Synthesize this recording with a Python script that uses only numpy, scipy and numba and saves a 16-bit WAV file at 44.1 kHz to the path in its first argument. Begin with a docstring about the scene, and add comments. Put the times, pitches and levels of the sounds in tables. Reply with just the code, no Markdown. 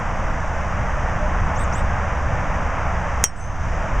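"""A golf drive near a road. Engines and tyres hum throughout, under a faint hiss and whine.
A far-off hoot sounds at 1.2 s, then a small bird chirps twice. At 3.2 s the club swishes and cracks
against the ball; its hollow metal head rings, falling in pitch as it swings away. The crack overloads
the sound, so an automatic volume control turns everything down. The trees send the ring back,
and the background slowly returns."""
import sys
import numpy as np
from scipy import signal
from scipy.fft import rfft, irfft
from scipy.io import wavfile
from scipy.ndimage import uniform_filter1d
from numba import njit

SR = 44100
rng = np.random.default_rng(int(sys.argv[2]) if len(sys.argv) > 2 else 0)


def int16_out(signal):
    """Quantize to a 16-bit WAV file."""
    q = np.round(np.clip(np.atleast_2d(signal).T, -1, 1) * 32767)
    wavfile.write(sys.argv[1], SR, q.astype(np.int16))


N = 176400

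# Tone colour of five noises: how strong each pitch is (frequency [Hz], relative level [dB])
HISS_COLOUR = [(3000, -5.5), (4000, -5), (5000, -3.5), (6100, 2), (7200, -7), (8300, -16), (9300, -23.5),
               (11000, -32), (12800, -34), (14500, -50)]
RUMBLE_COLOUR = [(12, -4), (22, 1.5), (40, -2), (53, -6), (72, -4.5), (100, -8), (145, -13), (200, -16),
                 (260, -22.5), (320, -24), (400, -32)]
TYRE_COLOUR = [(240, -45), (400, -13.5), (465, -6), (600, 0), (1030, -1), (1840, -7), (2860, -19.5),
               (3800, -34.5), (4940, -65), (8360, -120)]
RASP_COLOUR = [(4500, 1), (5500, 1), (8200, -1), (10000, -19), (12800, -20), (14000, -30)]
CRACK_COLOUR = [(200, -21), (600, -2), (1500, -3), (2500, -9), (4700, -15), (6400, 5), (7600, -5.5),
                (9500, -8), (13000, -20), (16000, -27)]
# Flow of the traffic (time [s], tyre level change [dB], engine level [dB])
TRAFFIC_FLOW = [(0, -0.3, -33.5), (.4, -0.8, -33.5), (.8, 0.7, -32.5), (1.25, 1.26, -29),
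                (1.7, 0.94, -28.5), (2.1, 0, -27.5), (2.5, 1.2, -28.5), (2.9, 1.4, -27), (3.2, -0.2, -25),
                (3.6, -2.5, -25), (4, 0.8, -26)]
# The two chirps (start [s], full length [s], base level [dB], pitch [ratio],
# upper voice's level change over the length [dB], part sung [0-1], rasp time [s], relative rasp [dB])
CHIRPS = [(1.554, .104, -40, 1, 2, 1, 1.556, -13), (1.722, .106, -42, .985, -14, .86, 1.736, -9)]
# Course of one chirp (progress [0-1], pitch [Hz], level change [dB], roughness [0-1], lower voice [dB])
CHIRP_SHAPE = [(0, 5000, -2, 1, -25), (.13, 6080, 3, 0.54, -22), (.36, 7700, 0, .25, -8),
               (.6, 8420, -3, .22, -2.5), (.77, 8330, -1.5, .3, -2.5), (.87, 6950, -2, .55, -20),
               (1, 6250, -7, .5, -25)]
# Pitches that ring in the echo from the trees (delay [s], rise time [s], level [dB], pitch [Hz])
ECHO_RINGS = [(.155, .034, -38.5, 6220), (.115, .024, -47, 7950), (.13, .036, -57, 9150)]
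# Dull knock of the ball (pitch [Hz], level [dB], time to fade by 60 dB [s])
BALL_TONES = [(640, -2, .016), (1000, -3, .01), (1320, -1, .01)]
# Natural tones of the club head; the close pair near 5800 Hz makes a quick wobble
# (pitch [Hz], relative level [dB], time to fade by 60 dB [s])
HEAD_TONES = [(3200, -14, .075), (4040, -20, .03), (5270, -14, .035), (5760, -5, .09), (5850, -1.5, .085),
              (6250, 1, .02), (6480, 1, .036), (6780, 1, .018), (7280, -12, .045), (7800, -14, .045),
              (8950, -14, .045), (9620, -3.5, .02), (11200, -14, .026), (12050, -13, .018)]

STRIKE_S = 3.2398  # the moment the club meets the ball


def gain(db):
    """Turn decibels into a number to multiply by."""
    return 10 ** (np.asarray(db) / 20)


def unit_level(x):
    """Scale a signal so that its average strength (rms) is 1."""
    return x / np.sqrt(np.mean(x ** 2))


def noise(colour, edge_db=40):
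    """Noise with a given tone colour, falling by edge_db per octave beyond its ends."""
    hz, db = np.array(colour, float).T
    octave = np.log2(np.maximum(np.fft.rfftfreq(N, 1 / SR), 1))
    points = np.log2(hz)
    outside = abs(octave - np.clip(octave, points[0], points[-1]))
    shape = gain(np.interp(octave, points, db) - edge_db * outside)
    return unit_level(irfft(rfft(rng.standard_normal(N)) * shape, N))


def wobble(rate):
    """A smooth random curve of typical size 1 that changes about rate times a second."""
    hold = max(int(SR / rate), 1)
    steps = rng.standard_normal(N)[np.arange(N) // hold]
    return unit_level(uniform_filter1d(uniform_filter1d(steps, hold), hold))


def sine(hz):
    """A tone that follows a pitch curve."""
    return np.sin(2 * np.pi * np.cumsum(hz) / SR)


def fade(t, seconds):
    """Die away by 60 dB in the given time."""
    return np.exp(-np.log(1000) * t / seconds)


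def ring(t, tones):
    """A struck object vibrates at several pitches, each fading at its own speed."""
    return sum(gain(db) * fade(t, seconds) * np.sin(2 * np.pi * hz * t) for hz, db, seconds in tones)


def scatter(x, strength):
    """Many tiny echoes that follow a strength curve, keeping about the same energy."""
    echoes = rng.standard_normal(N) * strength
    return signal.fftconvolve(x, echoes / np.sqrt(np.sum(echoes ** 2)))[:N]


def delay(x, seconds):
    """Start a sound later."""
    return np.concatenate([np.zeros(int(seconds * SR)), x])[:N]


def hiss_and_whine(t):
    """A steady hiss and a very faint, high tone."""
    return gain(-47.5) * noise(HISS_COLOUR) + gain(-88.5) * np.sin(2 * np.pi * 12780 * t)


def road(t):
    """Distant traffic: a low rumble, the wash of tyres, two engine notes and one brief hoot."""
    when, tyre_db, engine_db = np.array(TRAFFIC_FLOW).T
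    rumble = noise(RUMBLE_COLOUR) * gain(-22.7 + .92 * wobble(5))
    tyres = noise(TYRE_COLOUR) * gain(-27 + np.interp(t, when, tyre_db) + .51 * wobble(11.87))
    drone_db = np.interp(t, when, engine_db)
    engines = sum(sine(hz + 3 * wobble(20)) * gain(drone_db + db + 2.4 * wobble(9))
                  for hz, db in [(70.46, 0), (172.1, -12)])
    hoot_swell = np.exp(-((t - 1.245) / .037) ** 2)
    hoot = sine(604 * (1 + .0212 * wobble(79.7))) * gain(-24.5) * hoot_swell
    return rumble + tyres + engines + hoot


def bird(t):
    """Two rough, two-voiced chirps echo in the bushes: one rises and falls, one breaks off early."""
    points, pitch, shape_db, roughness, lower_db = np.array(CHIRP_SHAPE).T
    song = np.zeros(N)
    for start, length, db, ratio, slope_db, sung, rasp_s, rasp_db in CHIRPS:
        progress = np.clip((t - start) / length, 0, 1)
        hz = ratio * np.interp(progress, points, pitch)
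        upper = sine(hz * (1 + .06 * np.interp(progress, points, roughness) * wobble(1500)))
        lower = sine(hz * .44 * (1 + .07 * wobble(3500))) * gain(np.interp(progress, points, lower_db))
        upper *= 1 + 2 * gain(-17) * lower  # the lower voice shakes the upper, adding side tones
        voices = lower + upper * gain(slope_db * (progress - .5))
        on_off = np.clip(20 * np.minimum(progress, sung - progress), 0, 1)
        song += voices * gain(db + np.interp(progress, points, shape_db) + 3 * wobble(700)) * on_off
        raspy_start = np.exp(-((t - rasp_s) / .012) ** 2)
        song += noise(RASP_COLOUR) * gain(db + rasp_db) * raspy_start
    return song + gain(-11) * scatter(song, fade(t, seconds=.2))


def tree_echo(t, crack):
    """Leaves return the crack's treble as a wash, in which a few smeared ringing pitches stand out."""
    bright = signal.sosfilt(signal.butter(2, [5700, 9600], "band", fs=SR, output="sos"), crack)
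    echo = gain(-33) * delay(scatter(bright, t * np.exp(-t / .04)), seconds=.104)
    smear = .011  # share of the pitch, to either side
    for late, rise, db, hz in ECHO_RINGS:
        tone = noise([(hz * (1 - smear), 0), (hz * (1 + smear), 0)], edge_db=400)
        echo += gain(db) * delay(tone * t / rise * np.exp(1 - t / rise), late)
    return echo


def turf_echo(t, crack):
    """The ground nearby scatters the crack and swallows its highest pitches."""
    dull = signal.sosfilt(signal.butter(2, 11000, fs=SR, output="sos"), crack)
    return gain(-8) * scatter(dull, fade(t, seconds=.085))


def swish(t):
    """Air torn by the club, loudest at the moment of the strike."""
    return noise(CRACK_COLOUR) * gain(-46) * np.exp(-abs(t - STRIKE_S) / .016)


def head_ring(t):
    """The hollow metal head rings, and its pitch drops as it swings away (the Doppler effect)."""
    drop_share, drop_s = .056, .042
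    pitch_ratio = 1 - drop_share * (1 - np.exp(-t / drop_s))
    slowed_time = np.cumsum(pitch_ratio) / SR
    return gain(4) * ring(slowed_time, HEAD_TONES)


def golf_drive(t):
    """The club swishes in and hits: contact cracks, the ball knocks, the head rings, echoes follow."""
    crack = gain(10.5) * noise(CRACK_COLOUR) * fade(t, seconds=.0085)
    knock = ring(t, BALL_TONES)
    thin_ring = ring(t, [(8200, -20, .135)])  # steady in pitch, perhaps from the tee
    turf = turf_echo(t, crack)
    air = swish(t)
    ringing = (head_ring(t) + thin_ring) * gain(3.2 * wobble(300))  # the level flickers
    return air + delay(crack + knock + ringing + turf + tree_echo(t, crack), STRIKE_S)


def scene():
    """Mix all the sounds and place them in the middle, between left and right."""
    t = np.arange(N) / SR
    mono = golf_drive(t) + bird(t) + road(t) + hiss_and_whine(t)
    return mono * gain([[-.015], [.015]])


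@njit
def volume_cut(excess_db, attack_s, release_db_per_s):
    """Decibels to turn down: the cut grows quickly when the sound is too loud, then shrinks steadily."""
    attack, release = 1 - np.exp(-1 / (attack_s * SR)), release_db_per_s / SR
    cuts, cut = np.empty(len(excess_db)), 0.
    for i, excess in enumerate(excess_db):
        cut = cut + (excess - cut) * attack if excess > cut else max(cut - release, 0.)
        cuts[i] = cut
    return cuts


def record(dry):
    """Turn down loud moments, round off the peaks, trim the treble and shift each side off zero."""
    limit_db, ceiling = -9, .77
    notch_hz, notch_width_hz, top_hz = 4235, 1320, 15500
    excess_db = 20 * np.log10(abs(dry).max(axis=0) + 1e-9) - limit_db
    cut_db = volume_cut(excess_db, attack_s=.00095, release_db_per_s=30.5)
    lowered = dry * gain(-delay(cut_db, seconds=.0005))  # reacts late, so the crack's start gets through
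    fine = signal.resample_poly(lowered, 2, 1, axis=1)  # twice the samples, for a cleaner overload
    rounded = signal.resample_poly(ceiling * np.tanh(fine / ceiling), 1, 2, axis=1)
    notched = signal.lfilter(*signal.iirnotch(notch_hz, notch_hz / notch_width_hz, fs=SR), rounded)
    trimmed = signal.sosfilt(signal.ellip(8, .2, 70, top_hz, fs=SR, output="sos"), notched)
    return trimmed + np.array([[.018], [.036]])


dry = scene()
out = record(dry)
int16_out(out)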